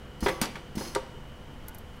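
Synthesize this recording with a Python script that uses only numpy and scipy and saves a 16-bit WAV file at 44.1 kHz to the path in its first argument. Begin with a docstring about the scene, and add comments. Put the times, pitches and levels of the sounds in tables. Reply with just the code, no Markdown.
"""Ventilation and a faint motor whine fill a workshop; then an air-driven blade cuts a circuit board.
A valve clicks, air hisses and the cylinder jolts the machine into its low modes. The blade crunches in,
its carriage rattles the frame and the board snaps. A second blast lifts the blade: the return latch
clicks and the carriage meets its rubber stop. A hand carries the cut strip away with a soft rumble, and
the strip ticks on the table. Impacts are damped modes and decaying noise bands, prolonged by the room."""
import sys
import numpy as np
from scipy import signal
from scipy.fft import rfft, irfft
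from scipy.io import wavfile

SR = 44100
rng = np.random.default_rng(int(sys.argv[2]) if len(sys.argv) > 2 else 0)


def file_out(sig):
    """Save sig as 16-bit WAV at sys.argv[1]."""
    # one column per channel
    cols = np.atleast_2d(sig).T
    # limit, then scale
    lim = np.clip(cols, -1, 1)
    pcm = np.round(lim * 32767).astype(np.int16)
    wavfile.write(sys.argv[1], SR, pcm)


N = 88200
TIME = np.arange(N) / SR
FREQS_HZ = np.fft.rfftfreq(N, 1 / SR)


def from_db(db):
    """Amplitude ratio: tenfold for every 20 dB."""
    return 10 ** (np.asarray(db) / 20)

def since(start_s):
    """Causal time: seconds after an onset, zero before it."""
    return np.maximum(TIME - start_s, 0)

def decay(t, t60_s):
    """Exponential damping: 60 dB lost in t60_s."""
    return from_db(-60 * t / t60_s)

def unit_rms(x):
    """Normalisation to unit power."""
    return x / np.sqrt(np.mean(x ** 2) + 1e-20)

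def at_hz(table, hz, column=1):
    """Interpolation of a column over log frequency."""
    table = np.array(table)
    return np.interp(np.log(hz + 1e-9), np.log(table[:, 0]), table[:, column])

def noise(spectrum):
    """Spectral shaping of white noise, rms 1."""
    colour = from_db(at_hz(spectrum, FREQS_HZ))
    return unit_rms(irfft(rfft(rng.standard_normal(N)) * colour, N))

def narrow_noise(hz, width_hz):
    """A resonance driven by noise, rms 1."""
    detuning = (FREQS_HZ - hz) / (width_hz / 2)
    return unit_rms(irfft(rfft(rng.standard_normal(N)) / (1 + detuning ** 2), N))

def drift(rate_hz):
    """Random modulation, mostly below rate_hz, rms 1."""
    return narrow_noise(0, 2 * rate_hz)

def low_pass(x, cutoff_hz):
    """Second-order roll-off: 12 dB per octave."""
    return signal.sosfilt(signal.butter(2, min(cutoff_hz, .45 * SR), fs=SR, output="sos"), x + 1e-18)

def ring(start_s, modes):
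    """Modal superposition: a blow starts damped sines of alternating sign and slightly random strength."""
    t = since(start_s)
    return sum((-1) ** k * from_db(db + 1.5 * rng.normal()) * decay(t, t60) * np.sin(2 * np.pi * hz * t)
               for k, (hz, db, t60) in enumerate(modes))

def dense_ring(start_s, table, bands=20, contact_s=.001):
    """Modal overlap: countless close modes merge into noise bands, each with its own damping."""
    start, size = int(start_s * SR), N // 4
    t = since(start_s)[start:start + size]
    hz = np.fft.rfftfreq(size, 1 / SR)
    spectrum = rfft(rng.standard_normal(size)) * unit_rms(from_db(at_hz(table, hz)))
    edges_hz = np.geomspace(100, 18000, bands + 1)
    sound = np.zeros(N)
    for low, high in zip(edges_hz, edges_hz[1:]):
        band = irfft(spectrum * ((hz >= low) & (hz < high)), size)[:len(t)]
        t60_s = at_hz(table, np.sqrt(low * high), column=2)
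        sound[start:start + len(t)] += band * decay(t, t60_s)
    return sound * np.minimum(since(start_s) / contact_s, 1)


# Ventilation spectrum: frequency_hz, density_db
VENTILATION = [(22, -1.5), (60, -2.5), (80, -3.5), (100, -9), (135, -8), (170, -14.5), (205, -7),
               (280, -15), (500, -17.5), (1000, -21), (2000, -26.5), (2600, -30.5), (3200, -33.5),
               (3900, -36), (7000, -42), (15500, -49.5)]
# Motor hum and whine: pitch_hz, waver_hz, level_db
MOTOR_TONES = [(145, 1.2, -58), (495, 1.2, -61), (1384, 2, -72), (2916, 2, -65.5), (3113, 3, -71)]
# Rise and fall of the motor tones: time_s, gain_db
MOTOR_SWELL = [(0, 1), (.35, 4.5), (.7, 2.5), (1.25, 3), (1.6, -2), (2.0, 1)]

def workshop():
    """Broadband ventilation noise and a narrowband whistle lie under frequency-modulated motor tones."""
    tones = 0
    for pitch_hz, waver_hz, db in MOTOR_TONES:
        phase = 2 * np.pi * np.cumsum(pitch_hz + waver_hz * drift(rate_hz=10.8)) / SR
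        tones += from_db(db) * np.sqrt(2) * np.sin(phase)
    swell = from_db(np.interp(TIME, *np.transpose(MOTOR_SWELL)))
    whistle = from_db(-65) * narrow_noise(hz=3084, width_hz=320)
    return from_db(-44.5) * noise(VENTILATION) + whistle + tones * swell


# The valve spool switches: start_s, level_db
SPOOL_CLICKS = [(.2058, -39.5), (0.7536, -39.5)]
# Ring of the valve: frequency_hz, density_db, t60_s
SPOOL_RING = [(600, -8, .04), (3000, -5, 0.035), (4860, 9, 0.041), (6900, -21, 0.038), (8150, 7.5, 0.039),
              (11000, -4, 0.045), (15500, 0.5, 0.033)]

def valve():
    """Impulse excitation: the spool clicks over just before the air flows."""
    return sum(from_db(db) * dense_ring(start_s, SPOOL_RING) for start_s, db in SPOOL_CLICKS)


# Blasts of air: start_s, relative_level_db, length_s, fade_db_per_s
AIR_BLASTS = [(0.206, -30, 0.054, 23), (.7545, -29.5, 0.14, 50)]
# Broadband hiss: frequency_hz, density_db
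AIR_SPECTRUM = [(250, 2.5), (900, -4.5), (1600, -12), (2500, -11.5), (5500, -12.5), (7500, -16),
                (11000, -19), (15500, -20)]
# Exhaust resonances: centre_hz, width_hz, level_db
EXHAUST_RESONANCES = [(4290, 67, -10.5), (4990, 130, -9), (5410, 750, -9.5), (6240, 400, -9.5),
                      (10500, 830, -11.5)]

def exhaust(leak_s=.02, rise_s=.0055, step_db=9.5, release_db_per_s=10 / .098, flutter_db=.5):
    """Turbulent flow noise: air leaks as the valve switches, swells as the cylinder vents, runs out."""
    hiss = noise([(100, -27)] + list(AIR_SPECTRUM))
    hiss += sum(from_db(db) * narrow_noise(hz, width_hz) for hz, width_hz, db in EXHAUST_RESONANCES)
    envelope = 0
    for start_s, db, length_s, fade_db_per_s in AIR_BLASTS:
        opening = np.minimum(since(start_s + leak_s) / rise_s, 1)
        throttle_db = step_db * (opening - 2)  # two steps down while leaking, one when open
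        loss_db = fade_db_per_s * since(start_s) + release_db_per_s * since(start_s + length_s)
        envelope += (TIME > start_s) * from_db(db + throttle_db - loss_db)
    return hiss * envelope * from_db(flutter_db * drift(rate_hz=120))


# The cylinder jolts the frame: start_s, level_db
JOLTS = [(.226, -23.5), (0.417, -22), (.753, -34.5), (.7715, -24)]
# Low modes of the machine: pitch_hz, level_db, t60_s
MACHINE_MODES = [(58.6, -12, 0.053), (162, -28, 0.17), (207, -2.5, 0.15), (239.6, -5, 0.13),
                 (305, -9.5, 0.15)]

def cylinder(downstroke_s=.226, bench_hz=63, bench_db=-24.5, bench_t60_s=.1):
    """In-phase excitation: a jolt pushes all low modes the same way; the downstroke shakes the bench."""
    sound = ring(downstroke_s, [(bench_hz, bench_db, bench_t60_s)])
    for start_s, jolt_db in JOLTS:
        t = since(start_s)
        for hz, mode_db, t60_s in MACHINE_MODES:
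            sound += from_db(jolt_db + mode_db) * decay(t, t60_s) * np.sin(2 * np.pi * hz * t)
    return sound


# The blade bites and its carriage knocks: start_s, frame_db, rattle_db, cutoff_hz
CARRIAGE_KNOCKS = [(.2262, -45, -28.5, 1330), (.261, -28.5, -19.5, 3890), (0.266, -29.5, -30.5, 3360),
                   (.283, -28.5, -25.5, 8140), (0.2888, -30.5, -23, 3080), (0.5548, -71, -33.5, 5100),
                   (0.561, -43.5, -40, 4000), (0.777, -49.5, -36.5, 2500), (0.808, -36, -34.5, 1580),
                   (0.85, -55, -37.5, 5180)]
# Modes of the frame: pitch_hz, level_db, t60_s
FRAME_RING = [(337.2, -8.5, 0.36), (402.4, 3.5, 0.079), (500, -10, 0.28), (531.3, -4, 0.2),
              (793, -11, 0.18), (906, -2.5, 0.09), (950, -2, 0.086), (1080, -17, 0.64), (1143, -14, 0.45),
              (1273, -10, 0.094), (1434, -4.5, 0.067), (1600, -9, 0.12), (1770, -37, 0.12),
              (2000, -12, .18)]
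# Rattle of its parts: frequency_hz, density_db, t60_s
PARTS_RATTLE = [(149, -8, 0.2), (397, -2.5, 0.15), (644, -6, 0.11), (930, -2.5, 0.12), (1250, -4.5, 0.064),
                (1730, -4, 0.099), (2180, -3.5, 0.1), (3000, -18.5, 0.11), (3300, -8, 0.093),
                (6500, -18.5, 0.063), (15000, -13, 0.14)]

def carriage():
    """Impact excitation: knocks ring and rattle the frame, some dull and some brighter."""
    sound = 0
    for start_s, frame_db, rattle_db, cutoff_hz in CARRIAGE_KNOCKS:
        frame = from_db(frame_db) * ring(start_s, FRAME_RING)
        rattle = from_db(rattle_db) * dense_ring(start_s, PARTS_RATTLE)
        sound += low_pass(frame + rattle, cutoff_hz)
    return sound


# Snaps of the board, then the return latch's click: start_s, burst_db, ring_db, steel_db, cutoff_hz
SNAPS_AND_LATCH = [(0.4142, -16.5, -27, -30.5, 16000), (0.4241, -45, -33.5, -32.5, 14100),
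                   (.433, -35, -31, -43, 7200), (0.4558, -24, -44, -47, 5470),
                   (0.9491, -19.5, -31.5, -41, 7700)]
# The sharp onset: frequency_hz, density_db, t60_s
SHARP_BURST = [(300, 9, 0.0095), (2500, -1.5, 0.021), (4560, -3, 0.036), (6000, 4, 0.023),
               (7300, -11, 0.011), (7920, 8, 0.013), (10500, -2, 0.022), (15500, -7, 0.024)]
# The dense ring after it: frequency_hz, density_db, t60_s
AFTER_RING = [(202, -9.5, 0.45), (840, 8, 0.13), (1640, 1, 0.16), (2500, -5, 0.28), (4950, -1, 0.097),
              (8500, -7.5, 0.12), (11900, -8, 0.15), (15500, -20, 0.16)]
# Modes of the steel blade: pitch_hz, level_db, t60_s
STEEL_MODES = [(938, -8, .18), (1530, -10, .2), (1880, -10, .14), (4730, -8, .1), (5110, -16, .12),
               (6880, -6, .08), (7040, -7, .1), (8500, -8, .05), (10850, -13, .1)]

def snaps_and_latch():
    """Free vibration after a transient: the board snaps, and later the return latch clicks metallically."""
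    sound = 0
    for start_s, burst_db, ring_db, steel_db, cutoff_hz in SNAPS_AND_LATCH:
        burst = from_db(burst_db) * dense_ring(start_s, SHARP_BURST)
        ringing = from_db(ring_db) * dense_ring(start_s, AFTER_RING)
        steel = from_db(steel_db) * ring(start_s, STEEL_MODES)
        sound += low_pass(burst + ringing + steel, cutoff_hz)
    return sound


# The rising carriage meets its stop: start_s, level_db
STOP_HITS = [(.955, -29), (0.9603, -20.5)]
# Hollow ring at the stop: pitch_hz, level_db, t60_s
HOLLOW_MODES = [(327, -8.5, .08), (405, -3.5, 0.11), (518, -2.5, 0.1), (674, -16, 0.16), (810, -23, 0.099),
                (899, -13.5, .12), (950, -8.5, 0.11), (1138, -18.5, .15), (1202, -10.5, 0.092),
                (1601, -11.5, 0.067)]
# Thud of the rubber: frequency_hz, density_db, t60_s
RUBBER_THUD = [(100, -24, 0.023), (220, -9.5, 0.031), (450, -5, 0.04), (1100, -9, 0.03),
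               (1800, -11.5, 0.033), (2970, -21, 0.015), (4950, -31, 0.042), (15000, -48, 0.017)]

def end_stop(thud_db=-4):
    """Cushioned impact: the rubber stop gives a dull double clunk with a hollow ring."""
    return sum(from_db(db) * (ring(s, HOLLOW_MODES) + from_db(thud_db) * dense_ring(s, RUBBER_THUD))
               for s, db in STOP_HITS)


# Swell of the hand's rumble: time_s, level_db
RUMBLE_LEVEL = [(1.2, -75), (1.35, -53), (1.65, -44), (1.8, -48.5), (1.95, -66)]
# Its spectrum: frequency_hz, density_db
RUMBLE_SPECTRUM = [(20, -2), (48, -1), (80, -11.5), (220, -18.5), (600, -41), (4000, -74)]

def handling():
    """Amplitude-modulated noise: a low rumble swells and fades as the hand carries the strip away."""
    return noise(RUMBLE_SPECTRUM) * from_db(np.interp(TIME, *np.transpose(RUMBLE_LEVEL)))


# The cut strip touches down and bounces: start_s, level_db
STRIP_TICKS = [(1.6826, -34), (1.691, -47), (1.7467, -40.5), (1.753, -52), (1.784, -43), (1.791, -54),
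               (1.806, -61), (1.967, -62)]
# Noise of a tick: frequency_hz, density_db, t60_s
TICK_BURST = [(100, -25, .03), (1500, -29, 0.034), (4500, -15, 0.051), (7000, -8.5, .025), (9500, -6, .022),
              (11200, 0, 0.02), (14000, -1, 0.022), (16000, -15, 0.02)]
# Modes of the strip: pitch_hz, level_db, t60_s
STRIP_RING = [(10250, -13, .025), (11550, -7, .022), (14030, -7, .028)]
# Its soft raps on the table: start_s, level_db
TABLE_RAPS = [(1.684, -49), (1.748, -52)]
# Modes of the table: pitch_hz, level_db, t60_s
TABLE_RING = [(876, 1.5, 0.15), (1460, 0, .12), (2060, -3, 0.094)]

def strip():
    """A collision excites both bodies: the strip ticks brightly over a faint ring of the table."""
    ticks = sum(from_db(db) * (dense_ring(s, TICK_BURST) + ring(s, STRIP_RING)) for s, db in STRIP_TICKS)
    return ticks + sum(from_db(db) * ring(s, TABLE_RING) for s, db in TABLE_RAPS)


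def room(x, level_db=-15.5, delay_s=.012, t60_s=.72, bright_db=-6, bright_t60_s=.52):
    """Diffuse reverberation: convolution with a noise tail whose treble dies sooner."""
    dark = low_pass(rng.standard_normal(N), cutoff_hz=6400) * decay(TIME, t60_s)
    bright = from_db(bright_db) * rng.standard_normal(N) * decay(TIME, bright_t60_s)
    tail = (dark + bright) * (TIME > delay_s)
    return from_db(level_db) * signal.fftconvolve(x, tail / np.sqrt(np.sum(tail ** 2)))[:N]

def scene():
    """Direct and reverberant sound add; the strip lies nearer than the machine and sounds drier."""
    machine = valve() + cylinder() + carriage() + snaps_and_latch() + end_stop()
    ticks = strip()
    reverberation = room(machine + from_db(-5) * ticks)
    return (machine + ticks + reverberation + exhaust() + workshop() + handling())[None]

def record(dry, low_cut_hz=5.4, high_cut_hz=15750):
    """Band limiting: the deepest bass is thinned and the top is cut steeply."""
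    thinned = signal.sosfilt(signal.butter(1, low_cut_hz, "high", fs=SR, output="sos"), dry)
    return signal.sosfilt(signal.ellip(12, .1, 90, high_cut_hz, fs=SR, output="sos"), thinned)


dry = scene()
out = record(dry)
file_out(out)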